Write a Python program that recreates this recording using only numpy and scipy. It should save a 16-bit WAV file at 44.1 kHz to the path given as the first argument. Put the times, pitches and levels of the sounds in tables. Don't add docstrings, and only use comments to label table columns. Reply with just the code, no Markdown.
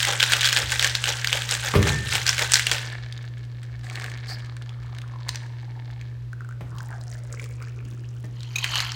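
import sys
import numpy as np
from scipy import signal
from scipy.fft import rfft, irfft, next_fast_len
from scipy.io import wavfile

SR = 44100
rng = np.random.default_rng(int(sys.argv[2]) if len(sys.argv) > 2 else 0)


def digitize_waveform(pressure):
    field = np.atleast_2d(pressure).T
    bounded = np.clip(field, -1, 1)
    quanta = np.round(bounded * 32767).astype(np.int16)
    wavfile.write(sys.argv[1], SR, quanta)


N = 394694
T = np.arange(N) / SR


# start_s, small_ice_db, liquid_db
SHAKE_STROKES = [(0.019, -23, -48), (0.093, -19.5, -25), (0.236, -22.5, -35), (0.336, -20, -30),
                 (0.455, -19, -41.5), (0.581, -21.5, -31), (0.73, -24.5, -38), (0.844, -23, -29),
                 (1.09, -22, -31.5), (1.345, -25.5, -29.5), (1.53, -24.5, -37.5), (1.661, -26, -33),
                 (1.879, -23, -27.5), (2.148, -21.5, -29), (2.29, -22, -38), (2.414, -23, -27),
                 (2.561, -23.5, -41.5), (2.72, -24, -32)]
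SHAKE_END_S, CHURN_DB, CHURN_LIQUID_DB = 2.77, -35, -49
CUBE_DB, CUBE_SCATTER_DB, CUBE_SPREAD_S, CUBE_HZ = 8.5, 1.5, .03, 2340
# start_s, peak_db, colour_hz
SINGLE_CUBES = [(0.0284, -7.5, 3410), (0.201, -5, 2844), (0.2049, -4, 3930), (0.228, -1.5, 3620),
                (0.238, -4.5, 3550), (0.3207, -6, 1620), (0.3346, 0, 2700), (0.4446, -6, 4120),
                (0.4571, -4.5, 3370), (0.4675, -9.5, 3460), (0.4948, -10.5, 3580), (0.5278, -5.5, 1724),
                (0.564, -4.5, 2980), (0.5716, -1, 2540), (0.7197, -9, 1500), (0.7952, -4.5, 3400),
                (0.8261, -7.5, 1840), (0.845, -3, 1560), (0.9516, -5.5, 4820), (1.04, -8, 3210),
                (1.0739, -11, 3300), (1.0892, -8.5, 2970), (1.2453, -7, 2250), (1.2727, -7, 4530),
                (1.3284, -3.5, 3070), (1.4204, -11, 3080), (1.491, -9.5, 4360), (1.511, -5.5, 8260),
                (1.5507, -11.5, 1750), (2.2659, -6, 4770), (2.2777, -9, 4960), (2.2922, 1.5, 5440),
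                (2.393, -6, 2080), (2.4214, -9, 1600), (2.52, -4.5, 8150), (2.5364, 0.5, 7590),
                (2.5406, 0.5, 5520), (2.5558, -1, 3460), (2.5953, -5.5, 1895), (2.6683, -4, 2830),
                (2.7147, -5, 2380), (2.7204, -10, 1770), (2.9255, -28.5, 1670), (3.125, -24, 4010),
                (3.177, -27.5, 4070), (3.6315, -31.5, 1660), (8.406, -29.5, 4270), (8.4314, -28, 4100),
                (8.6426, -8, 2250), (8.756, -10, 3060), (8.7797, -13, 4370), (8.8036, -7.5, 4450),
                (8.9194, -15.5, 5110)]
# start_s, level_db, pitch_hz
ICE_SKIDS = [(8.557, -16.5, 2480), (8.583, -20, 2516)]
# start_s, peak_db, colour_hz
DULL_KNOCKS = [(0.63, -29.5, 76.6), (1.738, -11.5, 1000), (1.752, -9, 403), (1.759, -9, 94),
               (1.772, -13, 210), (1.789, -18, 450), (1.874, -22, 475), (4.34, -40.5, 198),
               (6.608, -27.5, 402), (8.241, -29.5, 390)]
# pitch_hz, level_db, fade_60db_s
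TABLE_NOTES = [(72.5, 3.5, 1.7), (93.7, 11, 0.2), (202, 7.5, .35), (304, 5.5, 0.37)]
BOTTLE_S, BOTTLE_LENGTH_S = 1.8, .34
BOTTLE_HZ, BOTTLE_DB = 1795, -34
# start_s, level_db
FOAM_JOLTS = [(2.85, -42), (4.0, -42.5), (4.32, -51), (5.28, -51.5)]
FOAM_END_S, FOAM_DB = 6.0, -58.5
CHIP_DB, CHIP_SCATTER_DB, CHIP_HZ = 14.5, 4, 2800
# start_s, length_s, level_db
CAP_TWISTS = [(3.849, .25, -51.5), (4.287, 0.04, -46.5)]
SQUEAK_S, SQUEAK_LENGTH_S, SQUEAK_DB = 4.285, 0.064, -39.5
# start_s, peak_db, colour_hz
CLICKS_AND_NUDGES = [(3.899, -24.5, 1680), (3.956, -19, 3550), (3.998, -23, 1700), (4.021, -26, 1720),
                     (4.042, -20.5, 1780), (4.062, -24.5, 1806), (4.117, -25, 1670), (4.175, -31, 1790),
                     (4.446, -39.5, 1250), (4.567, -30, 1100), (4.622, -30, 3540), (4.693, -29.5, 3900),
                     (4.949, -32, 1900), (4.9856, -25.5, 1930), (5.017, -29, 1900), (5.285, -25, 7000),
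                     (5.291, -10.5, 4560), (5.347, -23.5, 4580), (5.357, -17, 4780), (6.013, -29.5, 2780)]
# pitch_hz, level_db, fade_60db_s
SHELL_NOTES = [(2540, 1, .5), (4300, -2, 0.13), (4646, -13, 0.34), (6632, -13, .4), (8720, -3, 0.76)]
SWILL_S, SWILL_LENGTH_S, SWILL_DB = 4.42, .7, -57
TIP_S, TIP_LENGTH_S, LAP_DB = 5.0, .95, -59.5
NECK_HZ, NECK_FULL_HZ, NECK_SINK_S = 1260, 838, 0.23
# start_s, level_db
STRAINER_SURGE = [(5.16, -47.5)]
# start_s, level_db
ICE_SLIDES = [(8.65, -30), (8.765, -22)]
# start_s, level_db, bubble_hz
BUBBLE_DROPS = [(6.331, -27.5, 1460), (6.407, -29.5, 1445), (6.419, -35, 1300), (6.447, -31.5, 1440),
                (6.49, -30, 1282), (6.51, -32, 1440), (6.525, -35, 1490), (6.805, -27.5, 1480),
                (6.928, -29, 1540), (7.34, -31, 1297), (7.374, -35, 2100), (7.396, -24, 2210),
                (7.628, -38, 1250)]
# start_s, level_db, colour_hz
BURSTING_DROPS = [(6.784, -30, 3190), (7.012, -34.5, 4450), (7.115, -34.5, 6500), (7.3256, -28, 7160),
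                  (7.3987, -30.5, 2515), (7.441, -29.5, 2560), (7.6243, -32, 2400), (7.8514, -35.5, 2660),
                  (7.911, -39, 3000), (8.089, -41.5, 6060)]
POUR_S, POUR_LENGTH_S, STREAM_DB, STREAM_FADE_DB_PER_S = 6.72, 1.6, -54.5, 5
COLUMN_HZ, COLUMN_RISE_HZ_PER_S = 1496, 970
GURGLE_HZ, GURGLE_DEPTH_S = 1293, 0.12
# start_s, bubbles_db, spray_db, gurgle_db
POUR_GUSHES = [(6.79, -44, -51.5, -51.5), (6.93, -37.5, -61, -51), (7.125, -44, -47.5, -59),
               (7.335, -44, -52.5, -47.5), (7.43, -54, -48, -48), (7.625, -41, -50.5, -52),
               (7.76, -50, -56, -54), (7.92, -54, -59, -55.5), (8.23, -69.5, -55, -59.5)]
GULP_S, GULP_LENGTH_S, GULP_DB = 7.84, 0.15, -47

# pitch_hz, level_db_per_hz
SHELL_COLOUR = [(200, -27.5), (900, -12), (1350, -5.5), (1560, 3.5), (1930, -0.5), (2600, -2), (3350, 0),
                (4500, -4), (7600, -6.5), (8500, -9), (9500, -14.5), (11500, -22), (15500, -19)]
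# pitch_hz, level_db_per_hz
SLOSH_COLOUR = [(120, -11.5), (250, -13), (400, -7.5), (500, -0.5), (590, 0), (680, -7), (830, 3),
                (1050, -8), (1500, -3), (3000, -8.5), (8000, -56.5)]
# pitch_hz, level_db_per_hz
FOAM_COLOUR = [(200, -4), (500, 3.5), (950, 0.5), (1450, 0), (1750, 11.5), (2000, -2), (2200, 6.5),
               (2450, -4), (4400, -1), (5300, -8.5), (7500, -15), (11000, -32), (16000, -41)]
# pitch_hz, level_db_per_hz
OPEN_SHAKER_COLOUR = [(180, -44), (300, -15), (624, -13.5), (1080, -4), (1170, -5), (1640, -7),
                      (1930, -6.5), (2520, -5.5), (3080, 3), (3520, -11), (4300, -1.5), (5430, -15),
                      (6850, -12), (8790, -26.5), (16000, -26)]
# pitch_hz, level_db_per_hz
RUB_COLOUR = [(180, -75), (300, -2.5), (645, -12), (762, -2.5), (978, -22), (1100, -4), (1460, -11),
              (1720, -1), (3030, -14), (4670, -4.5), (5430, -11), (8090, -9), (10900, -24), (16000, -28)]
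# pitch_hz, level_db_per_hz
SPRAY_COLOUR = [(300, -33), (1500, -6.5), (3500, -7.5), (5000, -0.5), (7000, 0), (10000, -8.5),
                (11500, -20.5), (13500, -19), (15500, -5.5)]
# pitch_hz, level_db_per_hz
WOOD_COLOUR = [(30, -28.5), (70, -2.5), (150, 1), (205, -5), (250, -12.5), (310, -7), (800, -16),
               (2000, -18.5), (8000, -40)]
# pitch_hz, level_db_per_hz
AIR_COLOUR = [(20, -49.5), (40, -11), (58, 34), (75, -17), (110, -3), (200, -11), (320, -8.5), (700, -22.5),
              (1500, -25.5), (4000, -30), (8000, -41), (11000, -50.5), (16000, -47.5)]
# pitch_hz, fade_60db_s
ROOM_FADE = [(80, 0.95), (2000, 0.84), (15000, 0.26)]
# pitch_hz, fade_60db_s
TABLE_FADE = [(60, 1.3), (300, 0.81), (600, 0.39), (2000, 0.38)]
HUM_HZ = 119.95
TOP_HZ = 16000


def amp(db):
    return 10 ** (np.asarray(db) / 20)


def unit(x):
    return x / np.sqrt(np.mean(x ** 2) + 1e-20)


def along(points, hz):
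    f, v = np.transpose(points)
    return np.interp(np.log(hz + 1), np.log(f + 1), v)


def held(start, length, db, attack_s, release_s):
    before = np.maximum(start - T, 0) / attack_s
    after = np.maximum(T - start - length, 0) / release_s
    return amp(db - 20 * np.minimum(before + after, 10))


def swells(rows, attack_s, release_s, axis=1):
    return np.sqrt(sum(held(row[0], 0, row[axis], attack_s, release_s) ** 2 for row in rows))


def wobble(rate):
    count = int(N / SR * rate) + 2
    return np.interp(T, np.arange(count) / rate, rng.standard_normal(count))


def add(track, s, sound):
    part = track[max(0, round(s * SR)):][:len(sound)]
    part += sound[:len(part)]


def coloured(x, gain_db):
    size = 2048
    log_gain = np.log(amp(gain_db(np.fft.rfftfreq(size, 1 / SR))) + 1e-6)
    cepstrum = irfft(log_gain)
    cepstrum[1:size // 2] *= 2
    cepstrum[size // 2 + 1:] = 0
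    response = irfft(np.exp(rfft(cepstrum)))
    return signal.oaconvolve(x, response)[:len(x)]


def shaped(x, spectrum):
    return unit(coloured(x, lambda hz: along(spectrum, hz)))


def bump(hz, centre, octaves):
    return np.exp(-.5 * (np.log2((hz + 1) / centre) / octaves) ** 2)


def diffuse(x, decays):
    hz, t, z = signal.stft(rng.standard_normal(SR), SR, nperseg=512)
    fading = z * amp(-60 * t / along(decays, hz)[:, None])
    tail = signal.istft(fading, SR, nperseg=512)[1]
    tail = np.pad(tail / np.linalg.norm(tail), (SR // 200, 0))
    return signal.oaconvolve(x, tail)[:N]


def ring(modes, centre):
    t = T[:SR]
    scatter_db, focus_db = 1.5, 14
    out = np.zeros(SR)
    for hz, db, t60 in modes:
        focus = focus_db * (bump(hz, centre, octaves=0.27) - 1)
        strength_db = db + rng.normal(0, scatter_db) + focus
        out += amp(strength_db - 60 * t / t60) * np.sin(2 * np.pi * hz * t)
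    return out


def grains(gain, rate, pitch, cycles, spread_db, glide=0):
    start, end = T[gain > gain.max() / 100][[0, -1]]
    draws = np.random.default_rng(rng.integers(2 ** 32)).random((int(rate * (end - start)), 3))
    when, u, size = draws.T
    s = start + when * (end - start)
    hz = pitch(s, u)[:, None]
    turns = hz * T[:700]
    strength = amp(-spread_db * np.log(.02 + size))[:, None] * hz
    bent_turns = turns * (1 + glide * turns / cycles)
    pings = strength * np.exp(-turns / cycles) * np.sin(2 * np.pi * bent_turns)
    pings *= np.cos(np.linspace(0, np.pi / 2, turns.shape[1]))
    at = (s * SR).astype(int)[:, None] + np.arange(turns.shape[1])
    x = np.bincount(at.ravel().clip(0), pings.ravel(), N)[:N]
    return unit(x) * np.sqrt((end - start) * SR / N)


def any_pitch(low_hz, high_hz):
    return lambda s, u: low_hz * (high_hz / low_hz) ** u


def gliding(hz, octaves):
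    return lambda s, u: np.interp(s, T, hz) * 2 ** (octaves * (u - .5))


def contact(centre, body, t60, rattle_db, rattle_t60, focus_db, octaves):
    t = T[:SR // 8]
    fade = amp(-60 * t / t60) + amp(rattle_db - 60 * t / rattle_t60)
    burst = rng.standard_normal(len(t)) * fade
    x = coloured(burst, lambda hz: along(body, hz) + focus_db * bump(hz, centre, octaves))
    return x / np.abs(x).max()


def background():
    hum = np.sin(2 * np.pi * HUM_HZ * T)
    air = shaped(rng.standard_normal(N), AIR_COLOUR)
    return amp(-31.0) * hum + amp(-47) * air


def shaking():
    churn = held(0, SHAKE_END_S, 0, attack_s=.1, release_s=.18)
    ice_throws = swells(SHAKE_STROKES, attack_s=0.099, release_s=.14, axis=1)
    rattle = np.hypot(ice_throws, amp(CHURN_DB) * churn)
    liquid_throws = swells(SHAKE_STROKES, attack_s=0.046, release_s=.09, axis=2)
    slap = np.hypot(liquid_throws, amp(CHURN_LIQUID_DB) * churn)
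    chips = shaped(grains(rattle, 1100, any_pitch(907, 14100), cycles=2.5, spread_db=3.5), SHELL_COLOUR)
    froth = shaped(rng.standard_normal(N), SHELL_COLOUR) * amp(2.9 * wobble(150))
    liquid = shaped(grains(slap, 1800, any_pitch(267, 2190), cycles=1.23, spread_db=5.0), SLOSH_COLOUR)
    clumps = unit(amp(2.3 * wobble(70)))
    ice = rattle * clumps * (amp(-8.0) * chips + amp(-9.5) * froth)
    return ice + amp(-5.5) * slap * liquid


def cube(hz):
    dull = np.log2(3000 / hz)
    crack_t60, rattle_db = .0095 * 1.2 ** dull, -19 + 3 * dull
    focus_db = 8 - 2.7 * dull
    return contact(hz, SHELL_COLOUR, crack_t60, rattle_db, rattle_t60=0.13, focus_db=focus_db, octaves=0.31)


def ice_hits():
    out, t = np.zeros(N), T[:SR // 16]
    for s, db, hz in SINGLE_CUBES:
        add(out, s, amp(db) * cube(hz))
    for s, db, _ in SHAKE_STROKES:
        for late, strong, bright in rng.standard_normal(size=(4, 3)):
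            level_db = db + CUBE_DB + CUBE_SCATTER_DB * strong
            add(out, abs(s + CUBE_SPREAD_S * late), amp(level_db) * cube(CUBE_HZ * 2 ** (bright / 2)))
    for s, db, hz in ICE_SKIDS:
        phase = 2 * np.pi * hz * t + 0.069 * np.cumsum(rng.standard_normal(len(t)))
        squeak = np.sin(phase) + 0.46 * np.sin(1.55 * phase) + .5 * np.sin(2.6 * phase)
        squeak += 0.13 * rng.standard_normal(len(t))
        add(out, s, amp(db - 7.5) * squeak * (t / 0.0015) * np.exp(1 - t / 0.003))
    return out


def knocks():
    blows, boom = np.zeros((2, N))
    for s, db, hz in DULL_KNOCKS:
        thump = contact(hz, WOOD_COLOUR, t60=0.058, rattle_db=-23.0, rattle_t60=0.087,
                        focus_db=8.5, octaves=0.75)
        add(blows, s, amp(db) * thump)
        add(boom, s, amp(db - 10.5) * min(1, 110 / hz) * ring(TABLE_NOTES, hz))
    bottle_level = held(BOTTLE_S, BOTTLE_LENGTH_S, BOTTLE_DB, attack_s=.03, release_s=.1)
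    bottle = bottle_level * np.sin(2 * np.pi * BOTTLE_HZ * T) * amp(2 * wobble(20))
    return blows + amp(-2) * diffuse(blows, TABLE_FADE) + boom + bottle


def settling():
    rest = held(SHAKE_END_S, FOAM_END_S - SHAKE_END_S, FOAM_DB, attack_s=0.081, release_s=0.6)
    stir = np.hypot(swells(FOAM_JOLTS, attack_s=.16, release_s=.5), rest)
    fizz = shaped(rng.standard_normal(N), FOAM_COLOUR) * amp(1.5 * wobble(40))
    ticks = shaped(grains(stir, 110, any_pitch(1500, 7000), cycles=.8, spread_db=2.5), FOAM_COLOUR)
    out = stir * (amp(-4) * fizz + amp(-0.5) * ticks)
    for when, strong, bright in rng.uniform(-1, 1, size=(22, 3)):
        s = np.interp(when, [-1, 1], [SHAKE_END_S, FOAM_END_S])
        chip = contact(CHIP_HZ * 2 ** bright, SHELL_COLOUR, t60=0.019, rattle_db=-11, rattle_t60=.04,
                       focus_db=3, octaves=1.0)
        add(out, s, np.interp(s, T, stir) * amp(CHIP_DB + CHIP_SCATTER_DB * strong) * chip)
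    return out


def cap():
    rubbing = sum(held(s, length, db, attack_s=.025, release_s=0.039) for s, length, db in CAP_TWISTS)
    scratches = shaped(grains(rubbing, 350, any_pitch(560, 2730), cycles=1.7, spread_db=5.5), RUB_COLOUR)
    scrape = shaped(rng.standard_normal(N), RUB_COLOUR) * amp(4.5 * wobble(180))
    out = rubbing * (scrape + amp(-5.5) * scratches)
    squeak = unit(coloured(rng.standard_normal(N), lambda hz: 30 * bump(hz, 4700, octaves=.22)))
    out += held(SQUEAK_S, SQUEAK_LENGTH_S, SQUEAK_DB, attack_s=.016, release_s=.01) * squeak
    hardest_db = max(db for _, db, _ in CLICKS_AND_NUDGES)
    for s, db, hz in CLICKS_AND_NUDGES:
        touch = contact(hz, SHELL_COLOUR, t60=0.0098, rattle_db=-25.5, rattle_t60=0.11,
                        focus_db=7.5, octaves=.7)
        add(out, s, amp(db) * touch)
        ring_db = db - 28.5 - 0.45 * (hardest_db - db)
        add(out, s, amp(ring_db) * ring(SHELL_NOTES, hz))
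    return out


def tilting():
    tipping = held(TIP_S, TIP_LENGTH_S, LAP_DB, attack_s=.1, release_s=.2)
    lapping = np.hypot(tipping, swells(STRAINER_SURGE, attack_s=.12, release_s=.55))
    sink = np.exp(-np.maximum(T - TIP_S, 0) / NECK_SINK_S)
    neck_hz = NECK_FULL_HZ + (NECK_HZ - NECK_FULL_HZ) * sink
    lap = grains(lapping, 130, gliding(neck_hz, octaves=0.17), cycles=4.1, spread_db=5.5)
    sliding = swells(ICE_SLIDES, attack_s=.14, release_s=0.21)
    sliding = sliding + held(8.37, 0.47, -52, attack_s=.08, release_s=.1)
    slide = shaped(grains(sliding, 2200, any_pitch(600, 14000), cycles=4, spread_db=3.5), OPEN_SHAKER_COLOUR)
    swilling = held(SWILL_S, SWILL_LENGTH_S, SWILL_DB, attack_s=.1, release_s=.3)
    swill = grains(swilling, 110, any_pitch(770, 1480), cycles=3, spread_db=4, glide=.01)
    return amp(0.5) * lapping * lap + swilling * swill + amp(-15) * sliding * slide


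def drops():
    out, t = np.zeros(N), T[:SR // 20]
    for s, db, hz in BUBBLE_DROPS:
        tick = contact(hz, SPRAY_COLOUR, t60=.005, rattle_db=-20, rattle_t60=.03, focus_db=24, octaves=.7)
        add(out, s, amp(db - 8) * tick)
        bubble = np.sin(2 * np.pi * hz * t * (1 + 6 * t))
        bubble_level = amp(-60 * t / 0.02) * (1 - np.exp(-t / 0.00039))
        add(out, s, amp(db) * bubble * bubble_level)
    for s, db, hz in BURSTING_DROPS:
        burst = contact(hz, SPRAY_COLOUR, t60=0.0079, rattle_db=-7.5, rattle_t60=0.043,
                        focus_db=14.5, octaves=0.37)
        add(out, s, amp(db + 1.5) * burst)
    return out


def pouring():
    age = np.maximum(T - POUR_S, 0)
    stream_db = STREAM_DB - STREAM_FADE_DB_PER_S * age
    stream = held(POUR_S, POUR_LENGTH_S, stream_db, attack_s=.08, release_s=.1)

    def gushing(axis, stream_gain_db):
        gushes = swells(POUR_GUSHES, attack_s=.07, release_s=.12, axis=axis)
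        return np.hypot(gushes, amp(stream_gain_db) * stream)

    bubbling, spraying, gurgling = gushing(1, 1.5), gushing(2, -0.5), gushing(3, -1.5)
    column_hz = COLUMN_HZ + COLUMN_RISE_HZ_PER_S * age
    gurgle_hz = GURGLE_HZ / np.sqrt(1 + age / GURGLE_DEPTH_S)
    column = grains(bubbling, 170, gliding(column_hz, octaves=0.33), cycles=3.7, spread_db=5, glide=.008)
    froth = grains(bubbling, 130, any_pitch(960, 1730), cycles=5.0, spread_db=4.0, glide=0.022)
    gurgle = grains(gurgling, 200, gliding(gurgle_hz, octaves=.3), cycles=3.5, spread_db=3, glide=.008)
    spray = shaped(grains(spraying, 200, any_pitch(2500, 16000), cycles=1.5, spread_db=4.5), SPRAY_COLOUR)
    bubbling = bubbling * unit(amp(2.5 * wobble(25)))
    bubbles = bubbling * (amp(-7) * column + amp(-6.5) * froth)
    return bubbles + amp(-10.0) * spraying * spray + amp(1) * gurgling * gurgle


def gulps():
    gulping = held(GULP_S, GULP_LENGTH_S, GULP_DB, attack_s=0.035, release_s=0.085)
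    return gulping * grains(gulping, 150, any_pitch(197, 380), cycles=3.0, spread_db=5.0, glide=.02)


def scene():
    hum_and_air = background()
    drink = shaking() + ice_hits() + settling() + cap() + tilting() + drops() + pouring() + gulps()
    echo = amp(-14.5) * diffuse(drink, ROOM_FADE)
    return (drink + echo + knocks() + hum_and_air)[None]


def record(dry):
    rumble_cut = signal.butter(4, 42, "highpass", fs=SR, output="sos")
    dry = signal.sosfilt(rumble_cut, dry)
    rounded = dry / (1 + (dry / .85) ** 6) ** (1 / 6)
    size = next_fast_len(N + SR // 4)
    kept = np.fft.rfftfreq(size, 1 / SR) < TOP_HZ
    return irfft(rfft(rounded, size) * kept, size)[:, :N]


dry = scene()
out = record(dry)
digitize_waveform(out)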